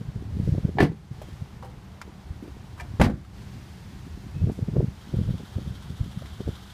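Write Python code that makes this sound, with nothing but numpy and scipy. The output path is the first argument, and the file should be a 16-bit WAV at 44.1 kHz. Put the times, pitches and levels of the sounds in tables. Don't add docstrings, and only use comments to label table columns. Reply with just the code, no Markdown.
import sys
import numpy as np
from scipy import signal
from scipy.fft import rfft, irfft
from scipy.io import wavfile
from scipy.ndimage import uniform_filter1d, minimum_filter1d

SR = 44100
rng = np.random.default_rng(int(sys.argv[2]) if len(sys.argv) > 2 else 0)


def int16_out(signal):
    q = np.round(np.clip(np.atleast_2d(signal).T, -1, 1) * 32767)
    wavfile.write(sys.argv[1], SR, q.astype(np.int16))


N = 296793
TIME = np.arange(N) / SR
RING = TIME[:SR // 2]
LAG = RING - RING.mean()


def undb(db):
    return 10 ** (np.asarray(db) / 20)


def curve(rows):
    rows = np.array(rows)
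    return np.interp(TIME, rows[:, 0], rows[:, 1])


def add(out, s, sound):
    start = int(round(s * SR))
    sound, start = sound[max(-start, 0):], max(start, 0)
    out[start:start + len(sound)] += sound[:N - start]


def colour(x, points):
    hz, db = np.transpose(points)
    octave = np.log2(np.arange(len(x) // 2 + 1) * SR / len(x) + 1)
    known = np.log2(hz)
    beyond = np.abs(octave - np.clip(octave, known[0], known[-1]))
    gain = undb(np.interp(octave, known, db) - 20 * beyond)
    y = irfft(rfft(x) * gain, len(x))
    return y / np.std(y)


def noise(points, size=N):
    return colour(rng.standard_normal(size), points)


def walk(rate):
    hold = int(SR / rate)
    steps = np.repeat(rng.standard_normal(N // hold + 1), hold)
    return uniform_filter1d(steps, hold)[:N]


def fade(t60, attack_s):
    return (1 - np.exp(-RING / attack_s)) * np.exp(-np.log(1000) * RING / t60)


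def ring(modes, attack_s, stretch=1):
    total = 0
    for hz, db, t60 in modes:
        total = total + undb(db) * np.sin(2 * np.pi * hz * RING) * fade(t60 * stretch, attack_s)
    return total / np.sqrt(sum(undb(db) ** 2 for _, db, _ in modes))


def swing(hz, smoothness):
    shape = (1 - 2j * np.pi * hz * LAG / (smoothness - .5)) ** -smoothness
    return np.real(shape * np.exp(2j * np.pi * rng.random()))


# peak_s, spread_s (Gaussian), relative level_db
GUSTS = [(0.166, 0.16, -37.5), (0.566, 0.23, -29.5), (1.194, 0.19, -40.5), (1.672, 0.11, -42),
         (2.946, 0.23, -39.5), (3.73, 0.95, -40.5), (4.453, 0.055, -25.5), (4.764, 0.05, -32),
         (5.283, 0.094, -31), (5.677, 0.095, -37.5), (5.977, 0.26, -40), (6.473, 0.029, -32)]
CALM_DB = -49


def breeze_gain():
    power = undb(CALM_DB) ** 2
    for s, spread_s, db in GUSTS:
        gust = undb(db) * np.exp(-.5 * ((TIME - s) / spread_s) ** 2)
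        power = power + gust ** 2
    return np.sqrt(power)


# centre_s, relative level_db, pitch_hz, relative core_level_db
EDDIES = [(.015, -25, 165, -36.5), (0.089, -19.5, 75, -58), (0.162, -16, 118, -44), (.371, -20, 151, -39),
          (.401, -11.5, 152, -34), (0.458, -20, 98, -52), (.477, -13.5, 119, -29.5),
          (0.492, -10.5, 113, -35), (0.526, -8.5, 99, -38), (.551, -22.5, 238, -29.5),
          (.582, -14, 154, -27), (.653, -8, 139, -35), (0.692, -19.5, 190, -29.5), (.756, -19, 160, -42),
          (1.115, -19.5, 124, -44), (1.424, -19.5, 117, -54), (2.309, -20.5, 78, -61),
          (4.421, -16.5, 110, -37), (4.443, -8, 107, -41), (4.473, -15, 160, -28), (4.499, -15.5, 220, -21),
          (4.591, -19.5, 199, -33), (4.628, -12.5, 106, -38.5), (4.687, -14.5, 153.7, -29.5),
          (4.738, -22.5, 130, -34), (4.767, -10.5, 160, -17.5), (4.785, -11.5, 133, -27),
          (4.795, -10, 98, -43.5), (4.807, -18, 340, -19.5), (4.829, -15.5, 149, -26.5),
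          (4.845, -13, 150, -38), (4.884, -16.5, 115, -42), (5.142, -13.5, 138, -26.5),
          (5.171, -13.5, 110, -45), (5.19, -12, 124, -32), (5.216, -11, 121, -34),
          (5.292, -13.5, 125, -29.5), (5.309, -13, 134, -36), (5.343, -18, 146, -36),
          (5.406, -26.5, 202, -35.5), (5.567, -14.5, 88, -47), (5.586, -19.5, 190, -30),
          (5.677, -18.5, 143, -44), (5.71, -19.5, 90, -64), (5.905, -18.5, 124, -42),
          (6.012, -11.5, 84, -54), (6.08, -24.5, 131, -64), (6.177, -18.5, 119, -55),
          (6.406, -19.5, 196, -30), (6.478, -21, 257, -29.5), (6.49, -19, 154, -28.5)]
# pitch_hz, level_db
BREEZE_COLOUR = [(20, -21), (40, -1.5), (75, 5), (130, 1.5), (200, -7), (300, -16), (600, -32), (1500, -61)]


def wind(smoothness=5.46, eddy_db=-1.0, core_hz=340, core_rise=0.52, core_smoothness=8, core_db=0.5,
         swirl_db=-10, swirl_s=0.0085, wake_db=-18, wake_s=0.014, breeze_db=-1, calm_db=2, gusty_db=4):
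    eddies, swirling, trailing = np.zeros(N), np.zeros(N), np.zeros(N)
    for s, db, hz, sharp_db in EDDIES:
        start_s = s + LAG[0]
        body = undb(db + eddy_db) * swing(hz, smoothness)
        core = undb(sharp_db + core_db) * swing(core_hz + core_rise * hz, core_smoothness)
        add(eddies, start_s, body + core)
        add(swirling, start_s, undb(sharp_db) ** 2 * np.exp(-(LAG / swirl_s) ** 2))
        add(trailing, start_s, undb(db) ** 2 * np.exp(-(LAG / wake_s) ** 2))
    swirl_colour = [(150, -27), (350, 4.5), (500, -3.0), (750, -23), (1500, -30.5)]
    wake_colour = [(30, -6.0), (70, 4.0), (130, 1.5), (250, -14.5), (600, -28.5), (1200, -74)]
    swirl = np.sqrt(swirling) * noise(swirl_colour)
    wake = np.sqrt(trailing) * noise(wake_colour)
    unrest = np.sqrt(np.abs(uniform_filter1d(trailing, SR // 3)))
    gustiness_db = calm_db + (gusty_db - calm_db) * np.tanh(unrest / unrest.mean())
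    breeze = noise(BREEZE_COLOUR) * breeze_gain() * undb(gustiness_db * walk(38))
    return eddies + undb(swirl_db) * swirl + undb(wake_db) * wake + undb(breeze_db) * breeze


STRAY_PER_S, STRAY_DB, STRAY_HZ = 15, 8, 125
STRAY_SPREAD_DB, STRAY_OCTAVES = 2, 0.56


def stray_eddies(strength):
    moments = rng.random(size=300)[:int(STRAY_PER_S * N / SR)]
    scatter = np.clip(rng.standard_normal((300, 2)), -2, 2)
    rows = []
    for u, (loud, small) in zip(moments, scatter):
        breeze_db = 20 * np.log10(strength[int(u * N)])
        db = breeze_db + STRAY_DB + STRAY_SPREAD_DB * loud
        rows.append((u * N / SR, db, STRAY_HZ * 2 ** (STRAY_OCTAVES * small)))
    return rows


def flutter(smoothness=5):
    out = np.zeros(N)
    for s, db, hz in stray_eddies(breeze_gain()):
        add(out, s + LAG[0], undb(db) * swing(hz, smoothness))
    return out


# pitch_hz, level_db
TRAFFIC = [(15, -47), (25, -14), (75, 0.5), (161, -12.5), (197, -2), (236, -22.5), (381, -18), (466, -23.5),
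           (642, -24), (753, -20.5), (1060, -24), (1490, -30.5), (3000, -38), (3900, -84), (6600, -120)]
HISS = [(1500, 3), (2100, 2), (2500, -0.5), (3500, -1), (4600, -1.5), (6000, -5), (9000, -10.5),
        (15000, -16.5)]
# start_s, relative level_db
HISS_LEVEL = [
    [(0.0, -61.5), (0.276, -62.5), (0.472, -56.5), (0.74, -61)],
    [(1.2, -60.5), (1.308, -59), (1.658, -64), (2.9, -60.5)],
    [(3.4, -58.5), (3.55, -58), (4.37, -59), (6.73, -60)],
]


def car_park(traffic_db=-45.0, hiss_db=1.5):
    traffic = noise(TRAFFIC) * undb(traffic_db + 0.62 * walk(8.9))
    hiss = noise(HISS) * undb(curve(np.vstack(HISS_LEVEL)) + hiss_db)
    return traffic + hiss


# pitch_hz, level_db
TICK = [(700, -14), (1400, 0), (1800, -8), (2450, -18), (2850, -8.5), (3150, -1), (3600, -3), (4100, -8.5),
        (7000, -16.5), (12000, -20)]
IDLE_HZ = 13.6
ENGINE_DB, SCREEN_DB, CORNER_S, CORNER_TAKES_S = -56.5, -10.5, 4.99, 0.063
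ENGINE_RISE_DB_PER_S = 1.5


def engine(tick_decay=0.19, steady=0.72, uneven_db=1):
    turn = np.cumsum(IDLE_HZ * (1 + 0.0065 * walk(2.28))) / SR % 1
    beat = steady + np.exp(-turn / tick_decay) * (1 - np.exp(-turn / 0.026))
    beat = beat / np.sqrt(np.mean(beat ** 2))
    past_corner_s = TIME - CORNER_S
    screened = .5 - .5 * np.tanh(past_corner_s / CORNER_TAKES_S)
    approach_db = ENGINE_RISE_DB_PER_S * np.maximum(past_corner_s, 0)
    level_db = ENGINE_DB + SCREEN_DB * screened + approach_db
    return noise(TICK) * beat * undb(level_db + uneven_db * walk(27))


# pitch_hz, level_db
RATTLE = [(300, -20), (700, 10.5), (2200, 2.5), (3200, -2), (5000, -6.5), (7000, -14.5), (11000, -18),
          (15000, -25)]


def slam(contacts, panel, steel, steel_db, clack_colour, clack_t60, tail_db, tail_t60, rattle_t60, push_s,
         ragged_db=0.5, ragged_per_s=260):
    out, loose = np.zeros(N), np.zeros(N)
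    boom, clang = ring(panel, push_s), ring(steel, 0.0006)
    shell = undb(tail_db) * noise(clack_colour, size=len(RING)) * fade(tail_t60, 0.0064)
    for s, boom_db, clack_db, hard_hz, rattle_db in contacts:
        latch = noise(clack_colour, size=len(RING)) * fade(clack_t60, 0.00052)
        clack = latch + shell + undb(steel_db) * clang
        cushion = signal.butter(2, hard_hz, fs=SR, output="sos")
        clack = signal.sosfilt(cushion, clack)
        add(out, s, undb(boom_db) * boom + undb(clack_db) * clack)
        rattle = noise(RATTLE, size=len(RING)) * fade(rattle_t60, 0.00027)
        add(loose, s, undb(rattle_db) * rattle)
    chatter = undb(ragged_db * np.clip(walk(ragged_per_s), -2, 2))
    return out + loose * chatter / np.sqrt(np.mean(chatter ** 2))


# start_s, boom_level_db, clack_level_db, hardness_hz (treble cutoff), rattle_level_db
DOOR = [(.771, -30, -27, 606, -75), (.785, -33, -16, 5000, -44), (.802, -16, -21, 6000, -26.5),
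        (.805, -8, -13, 6000, -33.5), (.815, -41, -24, 6000, -42), (.825, -31, -17, 1500, -26),
        (.831, -3.5, -31, 600, -33), (.852, -11.5, -30, 1500, -41), (.918, -25, -39, 600, -53)]
# pitch_hz, relative level_db, t60_s
DOOR_MODES = [(79, -1, 0.13), (158.3, 0.5, 0.26), (168, -1, 0.29), (209, -1, 0.26), (281, 5.5, 0.085),
              (317, 4.5, 0.065), (346, -1, 0.059), (391.5, -8.5, 0.183), (469, -8, 0.13)]
DOOR_STEEL = [(682, 0, 0.15), (770, 11, 0.072), (819, 15, 0.086), (910, 3, 0.058), (1094, -7, 0.19),
              (1584, -5, 0.16), (1740, -5, 0.067), (1765, -2, 0.083), (1936, -6, 0.18), (1991, -3, 0.17),
              (3090, -11.5, .15)]
# pitch_hz, level_db
DOOR_CLACK = [(250, -15), (420, 9.5), (556, -15), (746, 1.5), (1170, -17), (1760, -8), (2170, -14),
              (3800, -25), (4890, -23), (5390, -50), (6120, -39), (12000, -42), (15600, -73), (22000, -120)]


def door():
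    return undb(2.0) * slam(
        DOOR, DOOR_MODES, DOOR_STEEL, steel_db=-4.0, clack_colour=DOOR_CLACK, clack_t60=0.025,
        tail_db=-6.5, tail_t60=0.18, rattle_t60=0.13, push_s=0.001)


def pings(rows):
    out = np.zeros(N)
    for s, db, hz, t60 in rows:
        add(out, s, undb(db) * ring([(hz, 0, t60)], 0.00065))
    return out


# start_s, level_db, pitch_hz, t60_s
METAL_RINGS = [(0.7886, -17, 1760, 0.034), (0.802, -10, 710, 0.027), (0.8045, -6.5, 1746, 0.024),
               (2.0151, -22, 1350, 0.011), (2.800, -36, 1640, 0.041), (3.0136, -6, 2080, 0.01),
               (3.0143, -10, 1180, .008), (3.0155, -5.5, 1620, 0.0097)]


def metal_rings():
    return pings(METAL_RINGS)


# centre_s, level_db (envelope peak), pitch_hz
THUMPS = [(0.83, 0, 170), (0.901, -13.5, 135), (3.0046, -4.5, 205), (3.019, -8, 85), (3.05, -10, 80),
          (3.068, -7.5, 110), (3.141, -17.5, 105)]


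def cabin_air(smoothness=6):
    out = np.zeros(N)
    for s, db, hz in THUMPS:
        add(out, s + LAG[0], undb(db) * swing(hz, smoothness))
    return out


# start_s, length_s, relative level_db, pitch_hz (before wavering)
SQUEAKS = [(1.214, 0.049, -60, 3265), (1.272, .046, -58.5, 3200), (4.34, 0.096, -59.5, 2590)]


def squeaks(waver=0.011, waver_per_s=130, broken_db=4):
    out, unsteady = np.zeros(N), 1 + waver * walk(waver_per_s)
    for s, length_s, db, hz in SQUEAKS:
        progress = np.clip((TIME - s) / length_s, 0, 1)
        swell = 2 * np.sqrt(progress * (1 - progress))
        out += undb(db) * swell * np.sin(2 * np.pi * np.cumsum(hz * unsteady) / SR)
    return out * undb(broken_db * walk(waver_per_s))


# start_s, level_db, centre_hz, width_octaves, t60_s
KNOCKS = [(1.216, -36.5, 544, 0.55, 0.069), (1.219, -53, 4500, 3, 0.074), (1.285, -33, 297, 0.37, 0.038),
          (1.625, -41.5, 790, 0.54, 0.15), (1.646, -40.5, 485, 0.5, 0.14), (2.076, -35, 332, 0.12, 0.067),
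          (2.425, -35, 270, 0.24, 0.23), (2.477, -34.5, 284, 0.28, 0.083), (2.777, -47.5, 1070, 0.64, 0.55),
          (3.248, -43.5, 1180, 0.53, 0.031), (4.517, -59, 7000, 1, 0.43), (6.219, -35.5, 586, 0.41, 0.043),
          (6.257, -44.5, 2310, 0.64, 0.036)]


def knocks():
    out, hz = np.zeros(N), np.geomspace(60, 16000, 25)
    for s, db, centre_hz, width, t60 in KNOCKS:
        hump_db = -20 * np.log10(1 + (np.log2(hz / centre_hz) / width) ** 2)
        burst = noise(np.c_[hz, hump_db], size=len(RING)) * fade(t60, 0.00057)
        add(out, s, undb(db) * burst)
    return out


# start_s, level_db, pitch_hz, t60_s
HOLLOWS = [(1.628, -42.5, 790, 0.28), (1.632, -44, 502, 0.37), (2.803, -43, 927, 0.14),
           (2.814, -41.5, 707, 0.18)]


def hollows():
    return pings(HOLLOWS)


# start_s, level_db, ring_level_db (against crack), t60_s
CLICKS = [(2.015, -34.5, -19, 0.047), (2.018, -50, 11, 0.027), (2.798, -42, 8.5, 0.082),
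          (2.807, -37, -17, 0.049)]
# pitch_hz, level_db
CLICK_COLOUR = [(400, -13), (1000, 2), (2200, 0), (3000, -8), (4200, -9), (7000, -11.5), (15000, -27)]
# pitch_hz, relative level_db, t60_ratio (multiple of the click's t60_s)
CLICK_MODES = [(965, 4, 1), (1240, -13, 1), (1776, 6.5, 1), (1940, -6, 1), (2370, 6, 1), (3930, -23, 1)]


def clicks():
    out = np.zeros(N)
    for s, db, ring_db, t60 in CLICKS:
        crack = noise(CLICK_COLOUR, size=len(RING)) * fade(t60, 0.00045)
        add(out, s, undb(db) * (crack + undb(ring_db) * ring(CLICK_MODES, 0.00025, t60)))
    return out


# start_s, boom_level_db, clack_level_db, hardness_hz (treble cutoff), rattle_level_db
TAILGATE = [(2.9975, -9.5, -11.5, 990, -35), (3.002, -13, -14, 900, -37), (3.014, -14.5, -8.5, 7100, -20),
            (3.009, -40, -30, 9000, -42), (3.036, -11.5, -27, 2013, -25.5), (3.044, -11, -19, 1230, -27),
            (3.051, -25, -17.5, 1500, -29.5), (3.062, -24, -13.5, 1000, -55), (3.072, -28, -36, 1500, -42),
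            (3.086, -13.5, -30, 800, -60), (3.098, -29, -21, 900, -42)]
# pitch_hz, relative level_db, t60_s
TAILGATE_MODES = [(63, 0, 0.26), (100.4, -11, 0.19), (124, -9, 0.22), (151, 0, 0.21), (206.5, 2.5, 0.21),
                  (232.6, -9, 0.2), (262.5, -8.5, 0.18), (305, -10.5, 0.27), (363, -12.5, 0.25),
                  (483, -8, 0.12)]
TAILGATE_STEEL = [(547, 8, 0.13), (708, 5, 0.2), (795, 5, 0.13), (860, 9, 0.045), (1173, -2, 0.27),
                  (1270, -23, .14), (1830, -20, 0.17), (1800, -7, 0.17), (2110, 1, 0.15), (2310, -2, 0.18),
                  (3910, -12, 0.22)]
# pitch_hz, level_db
TAILGATE_CLACK = [(150, -16), (230, 5), (413, -26), (527, -6), (1040, -20.5), (1150, -14.5), (1890, -15),
                  (2090, -18), (2620, -41), (3800, -32), (5880, -46), (6380, -38), (12000, -30),
                  (15600, -75), (22000, -120)]


def tailgate():
    return undb(3.0) * slam(
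        TAILGATE, TAILGATE_MODES, TAILGATE_STEEL, steel_db=-10.0, clack_colour=TAILGATE_CLACK,
        clack_t60=0.028, tail_db=-17.5, tail_t60=0.28, rattle_t60=0.094, push_s=0.0013)


def scene():
    air = wind() + flutter() + car_park() + engine()
    slams = door() + cabin_air() + tailgate()
    small_sounds = metal_rings() + squeaks() + knocks() + hollows() + clicks()
    return (air + slams + small_sounds)[None]


def record(dry, low_cut_hz=42, threshold=0.33, depth_db=-5, hold_s=0.26, slew_s=0.032, ceiling=0.84,
           top_hz=15400):
    low_cut = signal.butter(1, low_cut_hz, "high", fs=SR, output="sos")
    picked_up = signal.sosfilt(low_cut, dry)
    wanted = np.clip(threshold / (np.abs(picked_up[0]) + 1e-9), undb(depth_db), 1)
    hold, slew = int(hold_s * SR) | 1, int(slew_s * SR) | 1
    held = minimum_filter1d(wanted, hold, origin=hold // 2)
    gain = uniform_filter1d(held, slew, origin=slew // 2)
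    rounded = ceiling * np.tanh(picked_up * gain / ceiling)
    top_cut = signal.ellip(10, .2, 70, top_hz, fs=SR, output="sos")
    return signal.sosfilt(top_cut, rounded)


dry = scene()
out = record(dry)
int16_out(out)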